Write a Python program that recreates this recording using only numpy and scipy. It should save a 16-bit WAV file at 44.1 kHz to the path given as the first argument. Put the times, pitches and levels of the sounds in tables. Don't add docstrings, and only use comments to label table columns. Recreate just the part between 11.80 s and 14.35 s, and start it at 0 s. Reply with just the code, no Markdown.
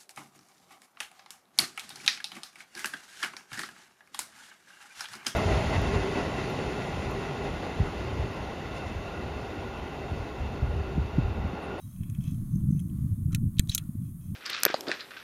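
import sys
import numpy as np
from scipy import signal
from scipy.fft import rfft, irfft
from scipy.io import wavfile
from scipy.ndimage import uniform_filter1d

SR = 44100
rng = np.random.default_rng(int(sys.argv[2]) if len(sys.argv) > 2 else 0)


def wrap_up_sound(samples):
    columns = np.atleast_2d(samples).T
    tamed = np.clip(columns, -1, 1)
    steps = np.round(tamed * 32767).astype(np.int16)
    wavfile.write(sys.argv[1], SR, steps)


def gain_from_db(level_db):
    decades = np.asarray(level_db, float) / 20
    return 10 ** decades


N = 112455

# (frequency [Hz], relative level [dB])
HISS_COLOUR = [(240, -38), (400, -18), (475, -23), (529, -16.5), (555, -5), (638, 3.5), (858, -10.5),
               (1070, 3), (1650, -8), (2020, -9), (2550, -14.5), (3590, -10.5), (4000, -14.5), (4400, -14),
               (6000, -15.5), (6390, -7), (7580, -9.5), (9420, 0.5), (12900, -0.5), (15700, -7),
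               (16500, -22)]
HISS_DB = -61
RUSTLE_DB, RUSTLE_PER_S, RUSTLE_TOP_HZ = 2.2, 8, 7000

# (time [s], level [dB])
GUSTS = [(0.0, -45.5), (0.13, -39), (0.4, -36), (0.92, -32), (1.28, -34.5), (1.46, -31), (1.6, -33),
         (1.91, -36), (2.09, -41.5), (2.27, -37.5), (2.4, -43), (2.55, -35.5)]
# (frequency [Hz], relative level [dB])
WIND_COLOUR = [(11, -58), (18, 0.5), (37, -18), (87, 1), (178, -2), (296, -17.5), (346, -25.5), (421, -57),
               (458, -45), (520, -73.5), (680, -98.5), (1140, -120)]
# (centre [s], level before the microphone's low cut [dB], frequency [Hz], length [cycles])
WIND_PUFFS = [(0.211, -21, 124, 0.74), (0.323, -22.5, 134, 0.64), (0.39, -17.5, 141, 0.75),
              (0.403, -19.5, 131, 0.69), (0.481, -19.5, 135, 0.96), (0.506, -24.5, 156, 0.75),
              (0.523, -20.5, 155, 0.77), (0.589, -25.5, 126, 2.9), (0.642, -41, 120, 0.32),
              (0.741, -20, 154, 2.27), (0.761, -16, 137, 0.53), (0.781, -24.5, 184, 3.8),
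              (0.841, -18, 143, 1.25), (0.875, -21.5, 153, 1.3), (0.889, -15.5, 144, 1.2),
              (0.907, -13, 159, 0.63), (0.93, -15, 167, 1.5), (0.951, -15.5, 95, 0.28),
              (0.967, -20, 157, 2.1), (0.985, -24, 99, 0.39), (1.014, -24, 174, 2), (1.043, -34, 105, 0.6),
              (1.115, -29, 157, 0.6), (1.148, -26.5, 161, 1), (1.189, -25, 165, 0.7),
              (1.213, -23, 116, 1.23), (1.248, -18, 151, 0.74), (1.266, -19, 121, 0.89),
              (1.299, -25.5, 120, 0.4), (1.328, -19.4, 103, 1.47), (1.39, -24, 139, 0.5),
              (1.407, -26.5, 147, 2.3), (1.431, -23, 133, 0.78), (1.461, -15, 112, 0.95),
              (1.488, -19.5, 105, 0.86), (1.508, -23.8, 138, 1.3), (1.535, -21.5, 147, 0.59),
              (1.547, -23.5, 110, 1.1), (1.584, -23.5, 174, 1), (1.607, -26, 135, 0.91),
              (1.641, -18, 153, 0.82), (1.656, -27, 116, 0.64), (1.676, -25, 125, 2),
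              (1.777, -23, 130, 0.58), (2.02, -26, 131, 1.23), (2.095, -22, 172, 0.89),
              (2.155, -21.5, 147, 0.53), (2.185, -24, 101, 1.9), (2.201, -25.5, 149, 0.61),
              (2.219, -23.5, 171, 1.05), (2.236, -25, 148, 1.03), (2.266, -32, 100, 0.66),
              (.055, -30, 95, 1.3), (.30, -28, 120, 1.1), (2.40, -33, 150, 1.1), (2.505, -33, 150, 1.1)]
FLUTTER_DB, FLUTTER_PER_S = 2.5, 32
MIC_LOW_HZ = 42

FADING_HZ, FADING_DB, FADING_T60_S, FADING_WIDTH_HZ = 3860, -71, .5, 18

# (frequency [Hz], level before scatter [dB], time to fall 60 dB [s])
STEEL_MODES = [(1430, -12, .025), (1800, -15, .025), (2304, -22, 0.13), (2620, -1, 0.029),
               (3318, -0.5, 0.024), (3940, -19, 0.023), (4030, -13, .08), (5500, -8, .03),
               (6300, -4, 0.053), (7190, -10, .03), (8580, -16, .18), (9970, -7, .04), (10330, 2.5, 0.012),
               (11400, -6, 0.05)]
MODE_SCATTER_DB = 1.5
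PAIR_SPLIT_HZ, PAIR_SPREAD_HZ = 52.5, 35
RING_LOW_HZ = 900
BLOW_RING_DB, RUB_RING_DB = -37.5, -18.5
TAIL_DB, TAIL_T60_S = -41, 0.032
LEAD = 256

# (frequency [Hz], gain [dB])
SNAP_COLOUR = [(500, -60), (900, -27), (1400, -7.5), (2130, 0), (3500, 3.5), (4140, 4.5), (5000, -7.5),
               (5620, -0.5), (6860, 4.5), (8040, -0.5), (8940, -5), (11300, 4), (12900, -7), (13900, 1),
               (16000, -4), (19000, -28)]
# (frequency [Hz], gain [dB])
SHELL_COLOUR = [(500, -21), (1000, -9), (1500, -10), (2400, -6), (2800, -5.5), (3250, 3.5), (4200, -19.5),
                (5000, -15), (6300, -1.5), (7500, -2.5), (11000, 2), (16000, -13)]

# (start [s], length [s], level [dB], brightest frequency [Hz], spread [octaves])
RUB_EVENTS = [(1.779, .016, -56, 8000, .9), (.46, .05, -68, 3700, .15), (2.21, .13, -75, 6000, 1.2),
              (2.39, .15, -73, 6000, 1.6), (-.1, 0.37, -71, 6300, 0.75), (0.148, 0.33, -75, 1600, .9),
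              (0.451, .36, -78, 6140, 0.66), (1.927, 0.026, -56, 4500, .5), (0.4, 0.16, -67, 3070, 0.2),
              (.42, 0.098, -68.5, 2750, 0.15), (0.396, 0.18, -69, 6050, 0.32), (.70, .13, -69.5, 6400, .12),
              (0.883, 0.22, -72, 6370, 0.15), (1.518, 0.022, -57, 6300, 0.94),
              (1.89, .029, -49.5, 6000, .7), (1.913, .027, -47, 4710, .6), (1.933, 0.017, -50, 6300, 0.14),
              (1.962, 0.0087, -49, 10000, .4), (1.988, 0.03, -68, 2000, 1.3), (.225, .04, -74, 1800, .8),
              (.335, .05, -70, 1500, .8), (.95, .08, -75, 1700, .6), (1.5, .09, -66, 1200, .5),
              (1.99, .06, -68, 900, .5)]
RUB_GRAINS_PER_S, RUB_SCATTER_DB = 6000, 2.2
RUB_LEAN = .65

# (time [s], level [dB], brightest frequency [Hz], spread [octaves], contact time [s])
SHELL_TICKS = [(.1620, -59, 3200, 0.53, 0.0015), (.2335, -51.5, 2220, 1.1, 0.0037),
               (.2988, -44, 5000, 1.4, 0.0019), (.3492, -49.5, 1800, 1.4, 0.0027),
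               (.4400, -49, 5030, 1.1, .002), (.4800, -54, 4030, 1.34, 0.0035),
               (.5100, -55.5, 6900, 1.2, 0.0071), (.5450, -53, 4000, 1.24, 0.0018),
               (.7528, -64, 7100, 0.57, .002), (.8050, -65, 2800, 0.77, .002),
               (.9100, -57, 7100, 0.48, 0.008), (.9610, -66, 2000, 0.4, 0.0022),
               (.9947, -43, 5000, 1.6, 0.0012), (1.0000, -46.5, 7000, 1.5, .003),
               (1.0980, -60, 3500, 0.56, 0.0028)]
# (time [s], level [dB], brightest frequency [Hz], spread [octaves], contact time [s])
METAL_CLACKS = [(1.5290, -45, 8000, 2.2, .002), (1.5480, -21, 5500, 1.5, 0.0011),
                (1.5512, -34, 3960, 0.65, 0.0018), (1.5560, -41, 2500, 1.8, 0.003),
                (1.7690, -54.5, 2490, .8, 0.0029), (1.7835, -44, 4000, 0.42, 0.0025),
                (1.7855, -31, 3280, .8, .0012), (1.7922, -33, 4000, 0.54, 0.00062),
                (1.7948, -10.5, 9000, 2.6, .0006), (1.8025, -46, 1500, .5, .002),
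                (1.7985, -33.5, 6000, 1.8, 0.00098), (1.8742, -45, 8000, 1.5, 0.0011),
                (1.8890, -46, 5090, 0.75, 0.0037), (1.8940, -35, 6500, .8, .004),
                (1.8962, -30, 4050, .15, 0.0025), (1.8960, -38, 10000, .3, .003),
                (1.9150, -38, 4500, 0.45, 0.0022), (1.9180, -36, 4500, 0.4, 0.0012),
                (1.9215, -41, 5000, .5, .0012), (1.9255, -41, 4500, .7, .0012),
                (1.9300, -43, 5000, .7, .0012), (1.9350, -44, 4000, .8, .0012),
                (1.9420, -39, 4000, 0.87, .002), (1.9480, -15.5, 5960, 0.78, 0.0004),
                (1.9495, -8.5, 9500, 1.1, 0.0004), (1.9512, -23, 9500, 1.3, .002),
                (1.9535, -27, 8000, 1.0, .002), (1.9575, -33, 7100, 0.72, 0.0018),
                (1.9790, -23, 4500, 1.4, 0.001), (1.9815, -29, 3400, .3, .0015),
                (1.9812, -28, 9000, .7, .0015), (1.9860, -33, 8000, 1.1, 0.00099),
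                (1.9910, -46, 2480, 1.1, 0.0012), (1.9950, -47, 2000, 1.1, .0012),
                (1.9990, -50, 2000, 1.1, .0012), (2.0389, -58, 6000, .8, 0.0017)]
FIRST_TOUCH = .45

# (time [s], level [dB], frequency [Hz], time to fall 60 dB [s], glide [Hz per ms])
SINGING_MODES = [(1.5482, -29, 2410, .014, 0), (1.5482, -36, 3670, .02, 0), (1.5485, -36, 4170, .02, 0),
                 (1.5485, -34, 5580, .018, 0), (1.5482, -36, 10600, .012, 0), (1.5482, -36, 12100, .012, 0),
                 (1.5300, -47, 1300, .03, 0), (1.5560, -50, 1400, .05, 0), (1.7955, -44, 640, .02, 0),
                 (1.7950, -27, 1790, .022, 0), (1.7950, -27, 3140, .014, 0), (1.7950, -22, 3900, .012, 0),
                 (1.7950, -25, 4550, .01, 0), (1.7950, -11.5, 6650, .005, 0), (1.7950, -27, 2500, .008, 0),
                 (1.7950, -27, 11900, .008, 0), (1.7950, -20, 7930, .009, 0), (1.7950, -25, 9890, .01, 0),
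                 (1.8930, -36, 3300, .02, 90), (1.8950, -21, 3750, .025, 60), (1.9170, -38, 3900, .03, 0),
                 (1.9160, -43, 6300, .05, 0), (1.9170, -46, 2730, .04, 0), (1.9495, -21, 11440, .022, 0),
                 (1.9495, -26, 5460, .012, 0), (1.9495, -27, 7170, .014, 0), (1.9500, -31, 3870, .02, 0),
                 (1.9495, -31, 2560, .016, 0), (1.9500, -29, 8420, .025, 0), (1.9500, -29, 10130, .025, 0),
                 (1.9490, -42, 1000, .012, 0), (1.9530, -45, 1400, .04, 0), (1.9790, -22.5, 3390, .02, 0),
                 (1.9790, -33, 6300, .022, 0), (1.9800, -31, 9760, .025, 0), (1.9800, -30, 10170, .018, 0),
                 (1.9795, -42, 1340, .025, 0)]
PING_RISE_S = .0006

# (centre [s], signed height [1], half-width to 1/e [s])
LOW_THUMPS = [(1.7975, -.41, .0016), (1.8973, -.1, .002), (1.9007, .1, .002)]

CEILING, KNEE = .6, 6


def unit(x):
    return x / np.sqrt(np.mean(x ** 2) + 1e-30)


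def colour(x, gain):
    hz = np.maximum(np.fft.rfftfreq(len(x), 1 / SR), 1)
    return irfft(rfft(x) * gain(hz), len(x))


def spectrum(points):
    hz, db = np.array(points).T
    return lambda f: gain_from_db(np.interp(np.log(f), np.log(hz), db, -200, -200))


def noise(points):
    return unit(colour(rng.standard_normal(N), spectrum(points)))


def walk(rate):
    hold = int(SR / rate)
    steps = np.repeat(rng.standard_normal(N // hold + 1), hold)
    smooth = uniform_filter1d(uniform_filter1d(steps, hold), hold)
    return unit(smooth[:N])


def add(out, x, start_s):
    i = int(start_s * SR)
    x = x[max(-i, 0):N - i]
    out[max(i, 0):max(i, 0) + len(x)] += x


def hiss():
    air = noise(HISS_COLOUR)
    rustle = colour(air, lambda f: 1 / (1 + (f / RUSTLE_TOP_HZ) ** 8))
    treble = air - rustle
    swell = gain_from_db(RUSTLE_DB * (walk(RUSTLE_PER_S) - .5))
    return gain_from_db(HISS_DB) * (treble + rustle * swell)


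def wind():
    t = np.arange(N) / SR
    gust_s, gust_db = np.array(GUSTS).T
    level_db = np.interp(t, gust_s, gust_db) + FLUTTER_DB * walk(FLUTTER_PER_S)
    turbulence = noise(WIND_COLOUR) * gain_from_db(level_db)
    puffs = np.zeros(N)
    for (s, db, hz, cycles), phase in zip(WIND_PUFFS, rng.random((len(WIND_PUFFS), 1))):
        u = np.arange(int(4 * cycles / hz * SR)) / SR * hz - 2 * cycles
        swell = np.exp(-2 * (u / cycles) ** 2)
        puff = gain_from_db(db) * swell * np.cos(2 * np.pi * (u + phase))
        add(puffs, puff, s - 2 * cycles / hz)
    return turbulence + colour(puffs, lambda f: f ** 2 / (f ** 2 + MIC_LOW_HZ ** 2))


def fading():
    line = colour(rng.standard_normal(N), lambda f: np.exp(-((f - FADING_HZ) / FADING_WIDTH_HZ) ** 2))
    decay = 1000. ** (-np.arange(N) / SR / FADING_T60_S)
    return gain_from_db(FADING_DB) * unit(line) * decay


def steel(push, hz, octaves, ring_db, seed, snap_colour=SNAP_COLOUR):
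    t = np.arange(len(push)) / SR

    def bell(f):
        return np.exp(-.5 * (np.log2(f / hz) / octaves) ** 2)

    ring = np.zeros(len(t))
    for (mode_hz, db, t60), a, b in zip(STEEL_MODES, seed, seed[::-1]):
        strength = gain_from_db(db + MODE_SCATTER_DB * a) * bell(mode_hz)
        beating = np.cos(np.pi * (PAIR_SPLIT_HZ + PAIR_SPREAD_HZ * b) * t)
        ring += strength * np.sin(2 * np.pi * mode_hz * t) * 1000. ** (-t / t60) * beating
    tail = gain_from_db(TAIL_DB) * seed * 1000. ** (-t / TAIL_T60_S)
    push = np.roll(push, LEAD)
    snap = push + signal.fftconvolve(push, tail)[:len(t)]
    snap = colour(snap, lambda f: bell(f) * spectrum(snap_colour)(f))
    rung = signal.fftconvolve(push, ring)[:len(t)]
    rung = colour(rung, lambda f: 1 / (1 + (RING_LOW_HZ / f) ** 4))
    return snap + gain_from_db(ring_db) * rung


def rubs():
    out, t = np.zeros(N), np.arange(16384) / SR
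    for s, length, db, hz, octaves in RUB_EVENTS:
        chance, luck = rng.random((2, len(t)))
        kick, seed = rng.standard_normal((2, len(t)))
        caught = chance < RUB_GRAINS_PER_S / SR
        grains = caught * kick * gain_from_db(-RUB_SCATTER_DB * np.log(luck + 1e-9))
        swell = np.sin(np.pi * np.clip(t / length, 0, 1) ** RUB_LEAN)
        y = steel(grains * swell, hz, octaves, RUB_RING_DB, seed)
        loudness = np.sqrt(np.sum(y ** 2) / (length * SR))
        add(out, gain_from_db(db) * y / loudness, s - LEAD / SR)
    return out


def pings():
    out, t = np.zeros(N), np.arange(4096) / SR
    for (s, db, hz, t60, glide), phase in zip(SINGING_MODES, rng.random((len(SINGING_MODES), 1))):
        turns = hz * t + 500 * glide * t ** 2 + phase
        shape = (1 - np.exp(-t / PING_RISE_S)) * 1000. ** (-t / t60)
        add(out, gain_from_db(db) * shape * np.sin(2 * np.pi * turns), s)
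    return out


def thumps():
    t = np.arange(N) / SR
    return sum(size * np.exp(-((t - s) / width) ** 2) for s, size, width in LOW_THUMPS)


def blows(table, snap_colour):
    out, t = np.zeros(N), np.arange(12288) / SR
    for s, db, hz, octaves, contact in table:
        chatter, seed = rng.standard_normal((2, len(t)))
        shape = np.minimum(4 * t / contact, 1) * np.exp(-t / contact)
        push = chatter * shape
        push[0] = FIRST_TOUCH * np.sqrt(np.sum(shape ** 2))
        y = steel(push, hz, octaves, BLOW_RING_DB, seed, snap_colour)
        head = y[LEAD:LEAD + int(1.5 * contact * SR)]
        add(out, gain_from_db(db) * y / (2 * np.std(head)), s - LEAD / SR)
    return out


def scene():
    clacks = blows(METAL_CLACKS, SNAP_COLOUR)
    ticks = blows(SHELL_TICKS, SHELL_COLOUR)
    gun = clacks + ticks + rubs() + thumps() + fading() + pings()
    return (gun + wind() + hiss())[None]


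def roll_off(x):
    return signal.sosfilt(signal.butter(12, 16830, fs=SR, output="sos"), x)


def record(dry):
    rounded = dry / (1 + (dry / CEILING) ** KNEE) ** (1 / KNEE)
    return roll_off(rounded)


dry = scene()
out = record(dry)
wrap_up_sound(out)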